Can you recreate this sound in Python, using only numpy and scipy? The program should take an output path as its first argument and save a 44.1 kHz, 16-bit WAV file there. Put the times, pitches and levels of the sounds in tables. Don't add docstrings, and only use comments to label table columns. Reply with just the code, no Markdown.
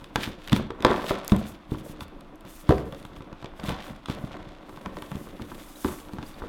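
import sys
import numpy as np
from scipy import signal
from scipy.fft import rfft, irfft
from scipy.io import wavfile
from scipy.ndimage import uniform_filter1d

SR = 44100
rng = np.random.default_rng(int(sys.argv[2]) if len(sys.argv) > 2 else 0)


def inscribe(sig):
    pcm = np.round(np.clip(np.atleast_2d(sig).T, -1, 1) * 32767)
    wavfile.write(sys.argv[1], SR, pcm.astype(np.int16))


def attenuation_scalar(level_db):
    decades = np.asarray(level_db, float) / 20
    return 10 ** decades


N = 285768


def unit(x):
    return x / np.sqrt(np.mean(x ** 2))


def band(x, lo_hz, hi_hz, order=2):
    return signal.sosfilt(signal.butter(order, [lo_hz, hi_hz], "band", fs=SR, output="sos"), x)


def pushes(s, size):
    out = np.zeros(N)
    np.add.at(out, np.minimum((s * SR).astype(int), N - 1), size)
    return out


def fade(s, size, tau):
    r = np.exp(-1 / (tau * SR))
    return signal.lfilter([np.e * (1 - r)], [1, -2 * r, r * r], pushes(s, size))


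def ring(push, hz, t60):
    w = 2 * np.pi * hz / SR
    r = np.exp(-np.log(1000) / (t60 * SR))
    return signal.lfilter([np.sin(w)], [1, -2 * r * np.cos(w), r * r], push)


def soften(push, hz):
    contact = np.hanning(int(.6 * SR / hz) + 3)
    return signal.lfilter(contact / contact.sum(), 1, push)


def walk(rate):
    k = int(SR / rate)
    held = np.repeat(rng.standard_normal(N // k + 1), k)
    return uniform_filter1d(held, k)[:N]


def grit(rate, spread_db, smooth):
    size_db = spread_db * np.minimum(rng.exponential(size=N), 2)
    happens = rng.random(N) < rate / SR
    catch = happens * attenuation_scalar(size_db) * rng.standard_normal(N)
    return unit(catch) + smooth * rng.standard_normal(N)


def gestures(s, hold, rise, fade_s, db, rest_db):
    t = np.arange(0, N + 128, 128) / SR
    before = (s - t[:, None]) / rise
    after = (t[:, None] - s - hold) / fade_s
    away = np.maximum(np.maximum(before, after), 0)
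    power = np.sum(attenuation_scalar(db - 10 * away) ** 2, axis=1) + attenuation_scalar(rest_db) ** 2
    return np.interp(np.arange(N) / SR, t, 10 * np.log10(power))


SMALL_SPREAD_DB = 3.5


def small(count, level_db, top_db):
    at = rng.integers(0, N, count)
    scatter, one, two = rng.standard_normal((count, 3)).T
    db = np.minimum(level_db[at], top_db) + SMALL_SPREAD_DB * scatter
    return at / SR, db, one, two


# f/Hz, level/dB (only the shape counts)
ROOM_TONE = [(12, -14), (20, 15), (172, -34), (301, -2.5), (590, -51), (660, -13), (759, -18.5),
             (1150, -17), (1260, -19), (1810, -28.5), (2750, -30.5), (16000, -69)]
ROOM_TONE_DB = -44.5


def room_tone():
    hz, db = np.transpose(ROOM_TONE)
    f = np.fft.rfftfreq(N, 1 / SR)
    colour = attenuation_scalar(np.interp(np.log(f + 1), np.log(hz), db))
    return attenuation_scalar(ROOM_TONE_DB) * unit(irfft(rfft(rng.standard_normal(N)) * colour, N))


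def room(x, t60_low, t60_high, split_hz, soft_hz):
    t = np.arange(int(.8 * SR)) / SR
    noise = rng.standard_normal(len(t))
    low = signal.sosfilt(signal.butter(1, split_hz, fs=SR, output="sos"), noise)
    tail = low * 1000 ** (-t / t60_low) + (noise - low) * 1000 ** (-t / t60_high)
    tail = tail * np.clip((t - .004) / 0.0033, 0, 1)
    tail = signal.sosfilt(signal.butter(2, soft_hz, fs=SR, output="sos"), tail)
    return signal.fftconvolve(x, tail / np.sqrt(np.sum(tail ** 2)))[:N]


# t/s, f/Hz, level/dB
SQUEAKS = [(5.759, 3880, -47), (6.266, 4800, -47), (6.344, 4500, -50), (6.344, 3660, -54)]


def squeaks():
    t = np.arange(N) / SR
    out = np.zeros(N)
    for s, hz, db in SQUEAKS:
        out += attenuation_scalar(db) * np.exp(-((t - s) / 0.0029) ** 2) * np.sin(2 * np.pi * hz * t)
    return out


# start t/s, hold t/s, rise t/s per 10 dB, level/dB
PALMS = [(0, .02, .06, -69), (.165, .13, .02, -59), (.228, .015, .018, -47), (.465, .02, .05, -63),
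         (.525, .01, .015, -58), (.562, .01, .015, -48), (.86, .19, .025, -58.5), (1.08, .02, .025, -46),
         (1.3, .02, .03, -53), (1.39, .01, .015, -55), (1.48, .015, .025, -52), (1.72, .01, .02, -60),
         (1.78, .01, .018, -58), (1.85, .07, .012, -55), (2.015, .01, .012, -53), (2.5, .115, .025, -54),
         (2.71, .08, .03, -59), (2.87, .05, .05, -67), (2.98, .012, .03, -61), (3.055, .01, .04, -66),
         (3.165, .01, .025, -66), (3.585, .01, .025, -64), (3.66, .045, .02, -52), (3.85, .03, .04, -58),
         (4.105, .01, .02, -57), (4.2, .05, .04, -64), (4.7, .07, .04, -66), (4.82, .06, .03, -67),
         (4.97, .16, .045, -61), (5.19, .05, .05, -57), (5.55, .17, .2, -57), (5.83, .11, .07, -48),
         (6.13, .01, .03, -63), (6.27, .02, .03, -55), (6.34, .05, .1, -65)]
PALM_FADE_OVER_RISE = 1.2
REST_HISS_DB = -79.5


def palms(judder_db):
    s, hold, rise, db = np.transpose(PALMS)
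    hiss_db = gestures(s, hold, rise, PALM_FADE_OVER_RISE * rise, db, REST_HISS_DB)
    skin = grit(rate=2500, spread_db=1, smooth=2)
    hiss = unit(band(skin, 4900, 14800))
    return attenuation_scalar(hiss_db + 0.56 * judder_db) * hiss


# t/s of most pressure, rise t/s per 10 dB,
# fade t/s per 10 dB, level/dB
RASPS = [(0, .1, .15, -61), (.235, .033, .03, -34), (.29, .05, .12, -50), (.473, .1, .02, -54),
         (.527, .008, .055, -36), (.86, .015, .2, -40), (1.088, .03, .07, -36.5), (1.313, .1, .2, -53),
         (1.425, .1, .09, -50), (1.75, .04, .07, -52), (1.9, .1, .07, -55), (2.017, .05, .05, -55),
         (2.49, .05, .3, -58), (2.6, .08, .03, -58), (2.704, .03, .08, -44), (2.99, .06, .12, -57),
         (3.17, .05, .03, -58), (3.44, .3, .2, -64), (3.59, .025, .1, -58), (3.685, .035, .1, -41),
         (3.873, .15, .13, -52), (4.109, .02, .03, -41.5), (4.3, .2, .55, -57), (4.975, .08, .3, -59),
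         (5.13, .2, .2, -57), (5.4, .1, .15, -57), (5.593, .25, .25, -56), (5.861, .045, .2, -50.5),
         (6.212, .08, .5, -55)]
REST_RASP_DB = -72


def rasp_level():
    s, rise, fade_s, db = np.transpose(RASPS)
    return gestures(s, 0, rise, fade_s, db, REST_RASP_DB)


def rasps(judder_db):
    fibres = grit(rate=1000, spread_db=5.5, smooth=0.7)
    rasp = unit(band(fibres, 1000, 3770))
    return attenuation_scalar(rasp_level() + judder_db) * rasp


def strokes():
    judder_db = 2.5 * walk(70)
    return rasps(judder_db) + palms(judder_db)


SMALL_TICKS, TICK_OVER_RASP_DB = 75, 13
SMALL_TICK_TOP_DB = -42


def small_ticks():
    s, db, sharp, _ = small(SMALL_TICKS, rasp_level() + TICK_OVER_RASP_DB, SMALL_TICK_TOP_DB)
    return np.transpose([s, db, db - 17 + 6 * sharp])


# t/s, main level/dB, top level/dB (both raised in ticks())
TICKS = [(.0422, -31.5, -47), (.1581, -12, -27.5), (.4753, -28.5, -38.5), (.483, -30, -44),
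         (.4958, -25.5, -50), (.5196, -25, -39), (.5292, -13.5, -29), (.5626, -18, -35),
         (.7043, -30.5, -66), (.8046, -33, -57), (.8235, -26, -45), (.848, -9, -33), (.8654, -21, -56),
         (1.2471, -54, -36), (1.279, -34, -21), (1.296, -26, -46), (1.3189, -18, -43), (1.3636, -30, -38),
         (1.712, -40, -52), (1.7838, -38, -59), (2.0068, -27, -46), (2.0815, -46, -53), (2.2084, -40, -51),
         (2.3571, -56, -53), (2.4083, -45, -53), (2.4512, -42, -52), (2.692, -23, -37),
         (2.7074, -27, -37.5), (2.7806, -30.5, -70), (2.9238, -35, -47), (2.9467, -36, -52),
         (3.051, -36.5, -50), (3.1637, -41, -59), (3.2061, -44, -70), (3.2216, -40, -70),
         (3.3283, -44, -65), (3.4256, -38, -62), (3.4436, -33, -64), (3.458, -33, -70), (3.5972, -32, -65),
         (3.6386, -32, -43), (3.692, -20, -42), (4.0577, -26, -58), (4.0831, -35, -58), (4.0991, -26, -44),
         (4.4268, -39.5, -67), (4.6932, -42, -54), (4.7716, -41, -68), (4.814, -44, -53), (4.859, -29, -62),
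         (4.9686, -34, -62), (4.9857, -36, -52), (5.0219, -31.5, -42.5), (5.1153, -38, -46),
         (5.1562, -35, -47), (5.4191, -37, -52), (5.8448, -28.5, -48), (5.882, -36, -50),
         (6.1335, -37.5, -53), (6.1848, -37, -63), (6.2272, -34, -64)]


def ticks():
    s, db, top_db = np.vstack([TICKS, small_ticks()]).T
    noise = rng.standard_normal((2, N))
    crack = band(fade(s, attenuation_scalar(db + 1), 0.0011) * noise[0], 1000, 3750)
    treble = band(fade(s, attenuation_scalar(top_db + 7), 0.00024) * noise[1], 6000, 12800)
    return crack + treble


# t/s of most weight, rise t/s per 10 dB, fade t/s per 10 dB,
# weight level/dB, scrape level/dB
DRAGS = [(0, .1, .3, -51, -59), (.2, .025, .15, -39, -49), (.56, .07, .065, -33, -39),
         (.89, .06, .27, -33, -31), (1.35, .1, .11, -39, -41), (1.75, .05, .35, -44, -55),
         (2.25, .3, .3, -51, -63), (2.46, .08, .11, -48, -57), (2.73, .06, .35, -37, -46),
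         (3.5, .4, .2, -53, -54), (3.7, .06, .09, -40, -37), (3.9, .15, .07, -46, -44),
         (4.14, .08, .5, -44, -47), (4.36, .1, .08, -52, -51), (4.9, .2, .35, -43, -49),
         (5.17, .08, .1, -43, -50), (5.43, .12, .17, -43, -51), (5.7, .2, .2, -58, -57),
         (5.89, .04, .09, -44, -45), (6.18, .05, .09, -45, -53), (6.46, .15, .2, -46, -49)]
REST_DRAG_DB, REST_SCRAPE_DB = -60, -68


def drag_levels():
    s, rise, fade_s, weight_db, scrape_db = np.transpose(DRAGS)
    drag_db = gestures(s, 0, rise, fade_s, weight_db, REST_DRAG_DB)
    return drag_db, gestures(s, 0, rise, fade_s, scrape_db, REST_SCRAPE_DB)


# f/Hz, relative level/dB,
# t/s to fade by 60 dB when knocked
MODES_BOX = [(119.6, -11, 0.065), (152, 0, 0.05), (183.7, -3.5, 0.09), (204, -5, 0.08), (243.6, -1, 0.048),
             (262.4, -13, 0.14), (304, -1, 0.091), (357.7, -3.5, 0.14), (394.6, -2, 0.067),
             (463, -5.5, 0.14), (517, -2, 0.08), (585, -3, 0.056), (654.5, 0, 0.055), (722, -6, 0.048),
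             (751, -3, 0.062), (888, -1, 0.033), (985, -3, 0.047), (1150, 2, 0.024), (1326, -1.5, 0.028),
             (1550, 0, 0.02), (1805, -3, 0.022), (2020, -3.5, 0.017)]


def sliding():
    drag_db, scrape_db = drag_levels()
    judder_db = 2.5 * walk(40)
    catches = grit(rate=400, spread_db=3.5, smooth=.6) * attenuation_scalar(judder_db)
    low, high = np.zeros(N), np.zeros(N)
    for hz, db, t60 in MODES_BOX:
        sign = rng.choice([-1, 1])
        part = low if hz < 600 else high
        part += sign * attenuation_scalar(db) * ring(catches, hz, 0.75 * t60)
    return attenuation_scalar(drag_db) * unit(low) + attenuation_scalar(scrape_db) * unit(high)


SMALL_TAPS, TAP_OVER_DRAG_DB, TAP_BODY_HZ = 40, 5, 190
SMALL_TAP_TOP_DB = -42


def small_taps():
    s, db, place, hard = small(SMALL_TAPS, drag_levels()[0] + TAP_OVER_DRAG_DB, SMALL_TAP_TOP_DB)
    body_hz = TAP_BODY_HZ * np.exp(.25 * place)
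    return np.transpose([s, db, body_hz, db - 3 + 4 * hard, db - 9])


def thuds(s, hz, db, cycles):
    out = np.zeros(N + SR)
    t = np.arange(SR // 10) / SR
    for start, f, size in zip((s * SR).astype(int), hz, attenuation_scalar(db)):
        age = t * f / cycles
        swell = np.e * age * np.exp(-age * np.e)
        out[start:start + len(t)] -= size * swell * np.sin(2 * np.pi * f * t)
    return out[:N]


# t/s, hollow body level/dB, centre of the body f/Hz, hard edge level/dB,
# table thump level/dB (levels are shifted in knocks())
KNOCKS = [(.158, -22, 330, -10, -55), (.18, -23, 176, -41, -46), (.275, -22, 185, -28, -42),
          (.521, -13, 190, -18, -13), (.528, -7, 180, -17, -22), (.562, -16, 208, -20, -41),
          (.597, -26, 452, -27, -33), (.704, -29, 400, -21, -57), (.804, -29, 265, -34, -40),
          (.848, -8, 400, .5, -34), (.865, -16, 400, -14, -38), (.904, -15, 402, -12, -51),
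          (.916, -23, 368, -13, -47), (.942, -28, 256, -16, -40), (.995, -38, 398, -22, -60),
          (1.108, -16, 510, -12.5, -44), (1.32, -2, 172, -17, -26), (1.335, -16.5, 227, -40, -32),
          (1.362, -22, 191, -29, -51), (1.692, -37, 200, -50, -55), (1.719, -17, 236, -30, -40),
          (1.746, -33, 180, -29, -44), (1.896, -33, 162, -44, -44), (2.008, -37, 227, -29, -46),
          (2.02, -32, 165, -29, -39), (2.449, -34, 178, -34, -60), (2.692, -5, 240, -12, -15),
          (2.707, -9, 510, -13, -30), (2.723, -15, 480, -21, -23), (2.78, -45, 433, -27, -48),
          (2.924, -38, 180, -31, -54), (3.05, -37, 159, -31, -60), (3.167, -40, 167, -38, -42),
          (3.206, -34, 274, -33, -45), (3.327, -36, 169, -32, -57), (3.426, -39, 132, -30, -46),
          (3.444, -30, 340, -30, -49), (3.596, -35, 132, -30, -36), (3.636, -27, 193, -36, -38),
          (3.654, -27, 173, -38, -33), (3.683, -23, 164, -31, -29), (3.691, -24, 724, -26, -32),
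          (3.704, -28, 238, -21, -45), (3.721, -25, 184, -28, -34), (3.904, -31, 191, -38, -38),
          (4.085, -28, 361, -26, -44), (4.097, -20, 185, -26, -40), (4.192, -33, 176, -40, -48),
          (4.239, -23, 178, -34, -47), (4.312, -38, 186, -37, -48), (4.399, -44, 178, -45, -40),
          (4.469, -35, 164, -50, -51), (4.694, -40, 305, -32, -60), (4.774, -40, 165, -31, -55),
          (4.86, -23, 190, -22, -36), (4.969, -33, 458, -28, -55), (5.022, -35, 248, -26, -50),
          (5.117, -26, 175, -26, -47), (5.152, -25, 191, -37, -36), (5.167, -28, 250, -36, -44),
          (5.211, -34, 248, -44, -41), (5.396, -31, 254, -30, -41), (5.414, -26, 198, -38, -35),
          (5.517, -34, 260, -27, -58), (5.846, -16, 260, -17, -26), (5.857, -24, 270, -29, -34),
          (5.885, -40, 266, -29, -52), (5.917, -36, 242, -32, -50), (6.093, -45, 418, -34, -58),
          (6.135, -25, 178, -33, -51), (6.185, -31, 130, -24, -35), (6.23, -34, 280, -29, -39),
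          (6.42, -34, 390, -24, -32), (6.437, -30, 390, -32, -49)]
EDGE_HZ, EDGE_CENTRE_HZ = 850, 1080
TABLE_HZ, TABLE_T60_S = 73, 0.155


def knocks():
    s, body_db, body_hz, edge_db, thump_db = np.vstack([KNOCKS, small_taps()]).T[:, :, None]
    hz, mode_db, t60 = np.transpose(MODES_BOX)
    spot = rng.standard_normal((len(s), len(hz)))
    hollow_db = body_db - 3.5 + np.maximum(-14 * np.log2(hz / body_hz) ** 2, -22)
    hard_db = edge_db - 8.5 + np.maximum(-12 * np.log2(hz / EDGE_CENTRE_HZ) ** 2, -12)
    sign = np.where(spot > .6, 1, -1)
    blow_db = np.where(hz > EDGE_HZ, hard_db, hollow_db)
    size = sign * attenuation_scalar(blow_db + mode_db + 2.13 * np.abs(spot))
    s = s[:, 0]
    box = np.zeros(N)
    for m in range(len(hz)):
        push = soften(pushes(s, size[:, m]), hz[m])
        box += ring(push, hz[m], t60[m])
    table_push = soften(pushes(s, attenuation_scalar(thump_db[:, 0] + 3)), TABLE_HZ)
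    table = ring(table_push, TABLE_HZ, TABLE_T60_S)
    return box + table + thuds(s, body_hz[:, 0], body_db[:, 0] + 1, cycles=1.5)


def scene():
    hits = knocks() + ticks() + squeaks()
    wet = attenuation_scalar(-15) * room(hits, t60_low=0.51, t60_high=0.36, split_hz=4000, soft_hz=4250)
    return (hits + wet + sliding() + strokes() + room_tone())[None]


def roll_off(x):
    return signal.sosfilt(signal.butter(12, 17010, fs=SR, output="sos"), x)


PRESENCE_HZ, PRESENCE_WIDTH_HZ, PRESENCE_DB = 3510, 340, 4.5


def record(dry):
    x = signal.sosfilt(signal.butter(2, 28, "high", fs=SR, output="sos"), dry)
    half_hz = PRESENCE_WIDTH_HZ / 2
    peak = band(x, PRESENCE_HZ - half_hz, PRESENCE_HZ + half_hz, order=1)
    x = x + (attenuation_scalar(PRESENCE_DB) - 1) * peak
    return roll_off(np.clip(x, -1, 1))


dry = scene()
out = record(dry)
inscribe(out)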